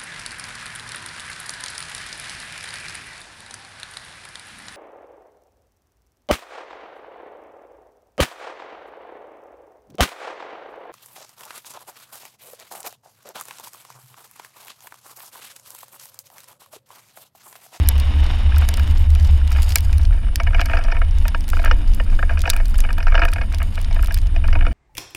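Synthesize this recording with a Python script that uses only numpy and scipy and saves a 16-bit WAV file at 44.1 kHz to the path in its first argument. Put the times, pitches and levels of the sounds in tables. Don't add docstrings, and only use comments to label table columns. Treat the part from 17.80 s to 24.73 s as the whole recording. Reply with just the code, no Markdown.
import sys
import numpy as np
from scipy import signal
from scipy.fft import rfft, irfft, next_fast_len
from scipy.io import wavfile
from scipy.ndimage import uniform_filter1d, minimum_filter1d, map_coordinates

SR = 44100
rng = np.random.default_rng(int(sys.argv[2]) if len(sys.argv) > 2 else 0)


def linear_from_db(decibels):
    return 10 ** (np.asarray(decibels, float) / 20)


def generate_wav(signal):
    frames = np.transpose(np.atleast_2d(signal))
    scaled = np.clip(frames, -1, 1) * 32767
    pcm = np.round(scaled).astype(np.int16)
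    wavfile.write(sys.argv[1], SR, pcm)


N = 305613

# start_s, shake_level_db, boom_level_db
BODY_LEVELS = [(0.0, -26, -15), (0.11, -23, -14), (0.39, -16.5, -14.5), (0.62, -19.5, -23.5),
               (0.67, -21, -11.5), (0.98, -15, -19.5), (1.02, -29, -11), (1.14, -13, -15),
               (1.33, -14.5, -9), (2.07, -18.5, -18), (2.18, -26, -9), (2.33, -10.5, -17.5),
               (2.45, -20, -33), (2.68, -16, -17.5), (2.76, -7.5, -20.5), (2.91, -24.5, -24.5),
               (2.95, -12, -18.5), (3.07, -11, -30), (3.32, -16, -16), (3.65, -11, -33),
               (3.71, -12.5, -23.5), (4.52, -11, -22.5), (4.59, -22, -18), (4.84, -10, -30.5),
               (4.96, -12, -21.5), (5.06, -10, -33), (5.23, -13.5, -18), (5.27, -5.5, -42),
               (5.33, -7.5, -18.5), (5.58, -20.5, -24.5), (6.5, -13, -23.5), (6.74, -12.5, -19),
               (6.87, -6.5, -19.5), (6.93, -22, -31)]
# start_s, shake_pitch_hz, boom_pitch_hz, boom_gap_hz
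BODY_PITCHES = [(0, 24.96, 69, 9.84), (0.6, 27.46, 68.5, 10.95), (1.2, 25.5, 71.5, 8), (2.0, 26.98, 66, 13),
                (2.8, 27.48, 66, 13), (3.1, 22.5, 62, 18.1), (3.4, 22.3, 71, 8), (4.5, 22.2, 71, 8),
                (4.9, 22.2, 70, 16.9), (5.4, 25, 69.5, 14), (6.93, 22.31, 69, 14.9)]
# level_offset_db, pitch_drift_hz, phase_waver_rad, wavers_per_s
SHAKE_MODES = [(-2, 0.699, 0.71, 15), (-7, 1, 0.38, 14)]
# level_offset_db, pitch_drift_hz, phase_waver_rad, wavers_per_s
BOOM_MODES = [(-2, 1.22, 0.5, 18), (-6.5, 1.5, 0.75, 15)]
# start_s, drone_level_db, tread_hiss_level_db, arch_crumb_level_db,
# powder_spray_level_db
ROLLING_LEVELS = [(0.0, -38, -47.5, -56, -62), (0.2, -38.5, -46.5, -57, -59.5), (0.45, -38, -47, -52, -65),
                  (0.91, -40.5, -47.5, -51, -63), (1.3, -39, -50.5, -39, -59), (1.65, -44, -51, -46, -69),
                  (1.88, -46.5, -49, -42, -51.5), (2.14, -42.5, -57, -38.5, -65),
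                  (2.5, -44, -58.5, -41.5, -74), (2.9, -41.5, -59, -29.5, -69),
                  (3.15, -46.5, -60, -30.5, -78), (3.35, -42.5, -54.5, -51, -71),
                  (3.7, -42.5, -56.5, -47, -61), (3.9, -39, -54.5, -34, -63), (4.1, -41, -56, -44, -65),
                  (4.3, -37.5, -59, -37, -68.5), (4.75, -46, -63.5, -33.5, -66),
                  (4.95, -43.5, -56, -44.5, -65), (5.4, -42.5, -64, -24.5, -68),
                  (5.75, -41.5, -57.5, -49, -70), (6.1, -42.5, -55.5, -42, -67), (6.3, -47, -57, -42, -65),
                  (6.5, -44.5, -57, -44, -71), (6.93, -35.5, -61, -34.5, -76)]
# frequency_hz, density_db
RUMBLE_SPECTRUM = [(4.7, -43), (8.0, 10.5), (27, -1.5), (48, 2.5), (75, -14.5), (89, -9.5), (99, -12.5),
                   (113, -46.5), (130, -50), (170, -28.5), (290, -120)]
# frequency_hz, density_db
DRONE_SPECTRUM = [(70, -42), (100, 2.5), (125, -4.5), (152, 1), (166, -14.5), (188, -3), (198, -8.5),
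                  (213, 0), (240, -7), (260, -9.5), (292, -5.5), (318, -8), (365, -22.5), (430, -19),
                  (600, -23)]
# frequency_hz, density_db
CRUNCH_SPECTRUM = [(240, -16), (400, -5), (900, 2), (1400, -4.5), (2030, -3), (2700, -4), (2950, 3),
                   (3300, -8), (3550, -4), (3720, -2), (3950, -11.5), (4800, -15.5), (5450, -12.5),
                   (6150, -28), (6700, -20), (8500, -42), (11000, -43), (18700, -120)]
# frequency_hz, density_db
SPRAY_SPECTRUM = [(2350, -26), (4000, -5), (4940, 8), (5970, -19), (6590, 2.5), (7370, -3), (13100, -5),
                  (14800, -8), (16300, -26)]
# pitch_hz, width_hz, level_db
ARCH_MODES = [(300.6, 24, -4.5), (499, 36, -3.5), (674, 53.5, 3), (940, 34, -0.5), (1327, 252, -5.5),
              (1655, 62.6, -2), (1798, 46.4, -5), (2206, 26.5, -6.5), (2282, 29.6, -6), (2470, 117, -5.5),
              (2915, 85, -9.5), (3610, 51, -24), (4330, 110, -26.5), (4900, 73, -19), (5260, 88, -25),
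              (5870, 600, -41), (5630, 170, -25)]
# start_s, level_db, brightness_db (relative to level)
CLEAR_KNOCKS = [(0.058, -27, -4), (0.086, -22.5, -12), (0.507, -27, -24), (0.719, -24.5, -22),
                (0.744, -21.5, -26), (0.766, -23, -11), (0.819, -20, -25), (0.886, -21.5, -17),
                (0.976, -21, -25), (0.995, -21, -13), (1.355, -23, -14), (1.613, -29, -16),
                (1.714, -23, -14), (1.748, -21, -19), (1.76, -22, -20), (1.784, -20.5, -17),
                (1.959, -14.5, -6), (2.13, -24.5, -12), (2.307, -28, -30), (2.43, -32.5, -22),
                (2.599, -12, -15), (2.67, -13.5, -28), (2.706, -25, -29), (2.731, -20, -28),
                (2.745, -9, -21), (2.781, -22, -24), (2.794, -8, -23), (2.812, -11, -21), (2.858, -22, -7),
                (2.896, -14, -34), (2.914, -19, -23), (2.932, -10.5, -26), (2.953, -23.5, -22),
                (2.969, -10.5, -14.5), (3.01, -22, -34), (3.06, -29.5, -32), (3.083, -22, -36),
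                (3.099, -23, -27), (3.12, -12, -17), (3.148, -20, -29), (3.166, -19, -30),
                (3.216, -14.5, -40), (3.452, -19, -20), (3.479, -22, -10), (3.546, -10.5, -16.5),
                (3.732, -13, -30), (3.768, -20, -30), (3.791, -17, -29), (3.84, -16.5, -25),
                (3.857, -11, -9), (3.868, -17, -30), (3.877, -14, -30), (3.911, -6, -12),
                (4.199, -11.5, -27), (4.326, -27, -24), (4.389, -14.5, -25), (4.427, -12, -29),
                (4.493, -16, -28), (4.505, -17, -29), (4.572, -20, -22), (4.637, -19, -28),
                (4.654, -13, -27), (4.675, -9, -16), (4.702, -26, 3), (4.731, -14, -28), (4.762, -19, -30),
                (4.8, -16.5, -25), (4.941, -25.5, -11), (4.986, -27, -5), (5.038, -16, -23),
                (5.048, -16, -32), (5.089, -17, -33), (5.104, -17.5, -20), (5.179, -17.5, -25),
                (5.202, -18, -19), (5.226, -19.5, -9), (5.267, -11, -17), (5.28, -10.5, -30),
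                (5.32, -14, -30), (5.343, -8.5, -23), (5.351, -2.5, -20), (5.377, -8.5, -24),
                (5.392, -8, -15.5), (5.417, -6, -22), (5.427, -13, -27), (5.433, -8.5, -28),
                (5.45, -9, -21), (5.482, -15.5, -27), (5.528, -14.5, -21), (5.559, -15, -32),
                (5.582, -20.5, -18), (5.612, -15.5, -17), (5.634, -27, -28), (5.718, -26, -22),
                (5.736, -23, -12), (5.801, -21, -29), (5.817, -16, -31), (5.975, -19, -30),
                (6.109, -20.5, -13), (6.161, -22, -24), (6.192, -19.5, -27), (6.231, -19, -27),
                (6.244, -25, -12), (6.282, -25, -29), (6.307, -19, -16), (6.367, -25.5, -13),
                (6.561, -14.5, -19), (6.639, -20.5, -31), (6.652, -22.5, -25), (6.683, -16.5, -34),
                (6.727, -14.5, -15), (6.752, -13.5, -36), (6.789, -21, -32), (6.808, -15.5, -28),
                (6.823, -17.5, -31), (6.85, -17, -22), (6.865, -11, -17.5)]
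# start_s, level_db, lower_part_db (relative to level)
CLEAR_GRIT = [(0.0735, -32, -3), (0.0879, -1, -17.5), (0.18, -28, -6), (0.1992, -22.5, -6),
              (0.783, -17, -15), (0.8886, -13.5, -11), (0.94, -22.5, -2), (0.9718, -22.5, -7),
              (0.9963, -29, -3), (1.0757, -34, -5), (1.1117, -35, -11), (1.1817, -31, -11),
              (1.1947, -32, -16), (1.2034, -35, -11), (1.2104, -32, -11), (1.2271, -33, -14),
              (1.3033, -26, -8), (1.3509, -24.5, -4), (1.6761, -30.5, -1), (1.706, -33, -7),
              (1.7187, -25, -7), (1.7265, -30.5, -1.5), (1.8203, -22, -9), (1.8303, -18, -8),
              (1.8945, -29, -4), (1.905, -23.5, -5), (1.921, -27.5, 4), (1.9572, 3.5, -12),
              (1.9744, -24, -8), (1.9839, -20, -5.5), (2.0063, -25, -11), (2.1285, -30, -1),
              (2.1815, -25, -10), (2.5576, -14, -5.5), (2.6339, -35, 1), (2.8066, -37, 9),
              (2.8135, -26.5, 1.5), (2.8576, -24, 0), (3.385, -34, -2), (3.481, -17, -9),
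              (3.6071, -31.5, -4.5), (3.6805, -28, -7), (3.6895, -24, -8), (3.7011, -21, -9),
              (3.8307, -37, -7), (3.848, -20, -7), (4.147, -24, -17), (4.592, -27, -4), (4.618, -20.5, -7),
              (4.6945, -31, 7), (4.7005, -1.5, -9.5), (4.7037, -15, -2), (4.735, -30, -1),
              (4.765, -20.5, -16), (4.8561, -26.5, -6.5), (4.8821, -29.5, -14), (4.8975, -30, -22),
              (4.9816, -21, -20), (4.9862, -31, 0), (5.0042, -16, -7), (5.1292, -28.5, -5.5),
              (5.1833, -28.5, -11), (5.4524, -21.5, -8.5), (5.518, -33, -7), (5.535, -18.5, -8.5),
              (5.7249, -34, -3), (5.7458, -28, 1.5), (5.7845, -30, -5), (5.8288, -24, -17),
              (5.9554, -32, -2.5), (6.0146, -23.5, -20), (6.1455, -32.5, -9), (6.2268, -23.5, -11),
              (6.2384, -33, -7), (6.2453, -25, -14), (6.2595, -29, -5.5), (6.2721, -26, -8),
              (6.323, -27.5, -5), (6.3434, -12, -12), (6.375, -29, -3), (6.3865, -31, -0.5),
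              (6.4163, -35, -6), (6.4702, -34, -2.5), (6.6782, -33.5, -2)]
# time_ms, pitch_hz
WHINE_ROUND = [(0, 9900), (7, 9950), (8, 9400), (11, 9650), (17, 9750), (19, 9050), (28, 8800), (38, 8800),
               (40, 8600)]

UPPER_SHAKE_HZ = 31
SWELL_DB, SWELLS_PER_S, DRIFTS_PER_S = 2.5, 9, 3
PUSH_MS, PUSH_SPREAD = 5.13, 0.26
THUD_SPREAD_DB = 1.9
SMALL_KNOCKS_PER_S, SMALL_KNOCK_DB, SMALL_KNOCK_SPREAD_DB, SMALL_KNOCK_BRIGHT_DB = 30, 3.5, 3, -19
FINE_GRIT_PER_S, FINE_GRIT_DB, FINE_GRIT_SPREAD_DB, FINE_GRIT_LOWER_DB = 18, -45, 3.5, 2
REFERENCE_SPRAY_DB, GRIT_CLUMP_DB, GRIT_CLUMPS_PER_S = -61.5, 7, 9
PICTURES_PER_S, FIRST_PICTURE_S = 25, 0.012
ROUNDS_PER_HIGH_STEP = 3.51


def body():
    shake_db, boom_db = curves(BODY_LEVELS)
    shake_hz, boom_hz, gap_hz = curves(BODY_PITCHES)
    shake = pair([shake_hz, UPPER_SHAKE_HZ], SHAKE_MODES, shake_db)
    boom = pair([boom_hz, boom_hz + gap_hz], BOOM_MODES, boom_db)
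    rumble_db = -18.5 + 2.36 * wobble(3.053)
    rumble = linear_from_db(rumble_db) * coloured(rng.standard_normal(N), RUMBLE_SPECTRUM)
    return shake + boom + rumble


def pair(pitches_hz, modes, level_db):
    total = 0
    for hz, (offset_db, drift_hz, waver, rate) in zip(pitches_hz, modes):
        drifting_hz = hz + drift_hz * wobble(DRIFTS_PER_S)
        swelling_db = level_db + offset_db + SWELL_DB * wobble(SWELLS_PER_S)
        total = total + mode(drifting_hz, swelling_db, waver, rate)
    return total


def mode(hz, db, waver, rate):
    swell = uniform_filter1d(linear_from_db(db), size=SR // 30)
    phase = 2 * np.pi * np.cumsum(hz) / SR + waver * wobble(rate)
    return swell * np.sqrt(2) * np.sin(phase)


def rolling():
    drone_db, hiss_db, crumb_db, spray_db = curves(ROLLING_LEVELS)
    drone_db = drone_db + 0.49 * wobble(12) + 1.1 * wobble(4.6)
    drone = linear_from_db(drone_db) * coloured(rng.standard_normal(N), DRONE_SPECTRUM)
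    snow = gritty(980, spread_db=7.0, share=0.25)
    hiss = linear_from_db(hiss_db + 2 * wobble(60)) * coloured(snow, CRUNCH_SPECTRUM)
    crumbs = linear_from_db(crumb_db + 6 * wobble(110)) * rng.standard_normal(N)
    powder = gritty(420, spread_db=2.5, share=0.6)
    patter_db = np.clip(5 * wobble(90) + 4 * wobble(12), -18, 7)
    spray = linear_from_db(spray_db + patter_db) * coloured(powder, SPRAY_SPECTRUM)
    return linear_from_db(2.26) * drone + linear_from_db(10.0) * hiss + linear_from_db(3.5) * arch(crumbs, ARCH_MODES) + linear_from_db(7.0) * spray


def knocks():
    at, dice, size, hard, _ = scattered(count=400)
    time_s, _, _, crumb_db, _ = np.transpose(ROLLING_LEVELS)
    small_db = np.interp(at, time_s, crumb_db) + SMALL_KNOCK_DB + SMALL_KNOCK_SPREAD_DB * np.minimum(size, 1)
    small_db = small_db - 120 * (dice > SMALL_KNOCKS_PER_S * N / SR / len(at))
    small = np.transpose([at, small_db, SMALL_KNOCK_BRIGHT_DB + 6 * hard])
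    s, db, bright_db = np.vstack([small, CLEAR_KNOCKS]).T
    push_s = np.clip(PUSH_MS * np.exp(PUSH_SPREAD * rng.standard_normal(len(s))), 1, 20) / 1000
    deep, middle, top = ([m for m in ARCH_MODES if lo < m[0] < hi]
                         for lo, hi in [(0, 1100), (1100, 4000), (4000, 9000)])
    thud_db = db - 2.5 + THUD_SPREAD_DB * rng.standard_normal(len(s))
    thud = arch(bursts(s + 0.00053, thud_db, push_s / 1.32, 4.8 * push_s), deep)
    knock = arch(bursts(s, db, push_s / 12, 2.89 * push_s), middle)
    rasp = arch(bursts(s + 0.00059, db + bright_db + 22.5, push_s / 6, 2.0 * push_s), top)
    lower = band(band(thud + knock, 160, 5500), 150, 6300)
    upper = band(band(rasp, 2900, 6900), 2900, 6900)
    return linear_from_db(20) * (lower + upper)


def grit():
    at, dice, size, dull, _ = scattered(count=600)
    time_s, _, _, _, spray_db = np.transpose(ROLLING_LEVELS)
    clump_db = GRIT_CLUMP_DB * wobble(GRIT_CLUMPS_PER_S)[(at * SR).astype(int)]
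    busy = np.minimum(linear_from_db(np.interp(at, time_s, spray_db) - REFERENCE_SPRAY_DB + clump_db), 5)
    fine_db = FINE_GRIT_DB + FINE_GRIT_SPREAD_DB * np.minimum(size, 1)
    fine_db = fine_db - 120 * (dice > busy * FINE_GRIT_PER_S * N / SR / len(at))
    fine = np.transpose([at, fine_db, FINE_GRIT_LOWER_DB + 5 * dull])
    s, db, lower_db = np.vstack([fine, CLEAR_GRIT]).T
    ones = np.ones(len(s))
    tick = band(bursts(s, db + 9.5, 0.00033 * ones, 0.0039 * ones), 7050, 15500)
    snap = band(bursts(s, db + lower_db + 13.5, 0.00019 * ones, 0.0091 * ones), 1800, 5670)
    ring = band(bursts(s, db + lower_db + 3.0, 0.00091 * ones, 0.035 * ones), 4420, 5650)
    return tick + snap + ring


def whine():
    turns = (np.arange(N) / SR - FIRST_PICTURE_S) * PICTURES_PER_S
    ms, hz = np.transpose(WHINE_ROUND)
    into_ms = turns % 1 * 1000 / PICTURES_PER_S
    high = np.floor(turns + 1) % ROUNDS_PER_HIGH_STEP <= 1
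    pitch = np.interp(into_ms, ms, hz) + 500 * high * (into_ms > 19)
    pitch = pitch + (into_ms < 19) * 130 * wobble(30) + 80 * wobble(400)
    level_db = -56 + 1.6 * wobble(120) - 4.7 * (into_ms < 8)
    tone = np.sin(2 * np.pi * np.cumsum(pitch) / SR)
    mirror = linear_from_db(-2) * (into_ms < 8) * np.sin(2 * np.pi * np.cumsum(18450 - pitch) / SR)
    return linear_from_db(level_db) * (tone + mirror)


def thin_hiss():
    return linear_from_db(-61) * band(rng.standard_normal(N), 10000, 10200)


def arch(x, rows):
    def response(f):
        return sum((-1) ** k * linear_from_db(db) * 1j * f * width / (centre ** 2 - f * f + 1j * f * width)
                   for k, (centre, width, db) in enumerate(rows))
    return filtered(x, response)


def bursts(starts_s, peaks_db, rises_s, t60s):
    t = np.arange(SR // 20) / SR
    shape = (1 - np.exp(-t / rises_s[:, None])) * linear_from_db(peaks_db[:, None] - 60 * t / t60s[:, None])
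    puffs = shape * rng.standard_normal(shape.shape)
    puffs *= np.sqrt(np.sum(shape ** 2, 1) / np.sum(puffs ** 2, 1))[:, None]
    at = np.round(starts_s * SR).astype(int)[:, None] + np.arange(len(t))
    return np.bincount(at.ravel(), puffs.ravel(), N + SR)[:N]


def gritty(per_s, spread_db, share):
    size_db = spread_db * np.minimum(rng.exponential(size=N), 2.5)
    grains = (rng.random(N) < per_s / SR) * linear_from_db(size_db) * rng.standard_normal(N)
    share = np.clip(share, 0, 1)
    return np.sqrt(share) * unit(grains) + np.sqrt(1 - share) * rng.standard_normal(N)


def scattered(count):
    rows = np.hstack([rng.random((count, 2)), rng.standard_normal((count, 3))])
    return rows[:, 0] * N / SR, *rows[:, 1:].T


def curves(rows):
    s, *cols = np.transpose(rows)
    return [np.interp(np.arange(N) / SR, s, c) for c in cols]


def wobble(rate):
    return map_coordinates(rng.standard_normal(N // 100), [np.arange(N) * rate / SR])


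def unit(x):
    return x / np.sqrt(np.mean(x ** 2) + 1e-20)


def filtered(x, response):
    m = next_fast_len(N + SR // 2)
    return irfft(rfft(x, m) * response(np.fft.rfftfreq(m, 1 / SR)), m)[..., :N]


def coloured(x, spectrum):
    f, db = np.transpose(spectrum)
    return unit(filtered(x, lambda hz: linear_from_db(np.interp(np.log(hz + 1), np.log(f + 1), db, -120, -120))))


def band(x, lo_hz, hi_hz):
    sos = signal.butter(2, [lo_hz, min(hi_hz, SR / 2.1)], "bandpass", fs=SR, output="sos")
    return signal.sosfilt(sos, x)


def scene():
    return (body() + rolling() + knocks() + grit() + whine() + thin_hiss())[None]


def band_limit(x):
    return signal.sosfilt(signal.butter(12, 16470, fs=SR, output="sos"), x)


def record(dry):
    heard = filtered(dry, lambda hz: 1 / np.sqrt(1 + (hz / 15300) ** 24) * hz ** 4 / (hz ** 4 + 12 ** 4))
    swell = np.abs(uniform_filter1d(heard, size=SR // 500))
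    needed = np.minimum(1, 0.66 / (swell + 1e-9))
    gain = uniform_filter1d(minimum_filter1d(needed, size=SR // 12), size=SR // 14)
    return band_limit(np.clip(gain * heard, -1, 1))


dry = scene()
out = record(dry)
generate_wav(out)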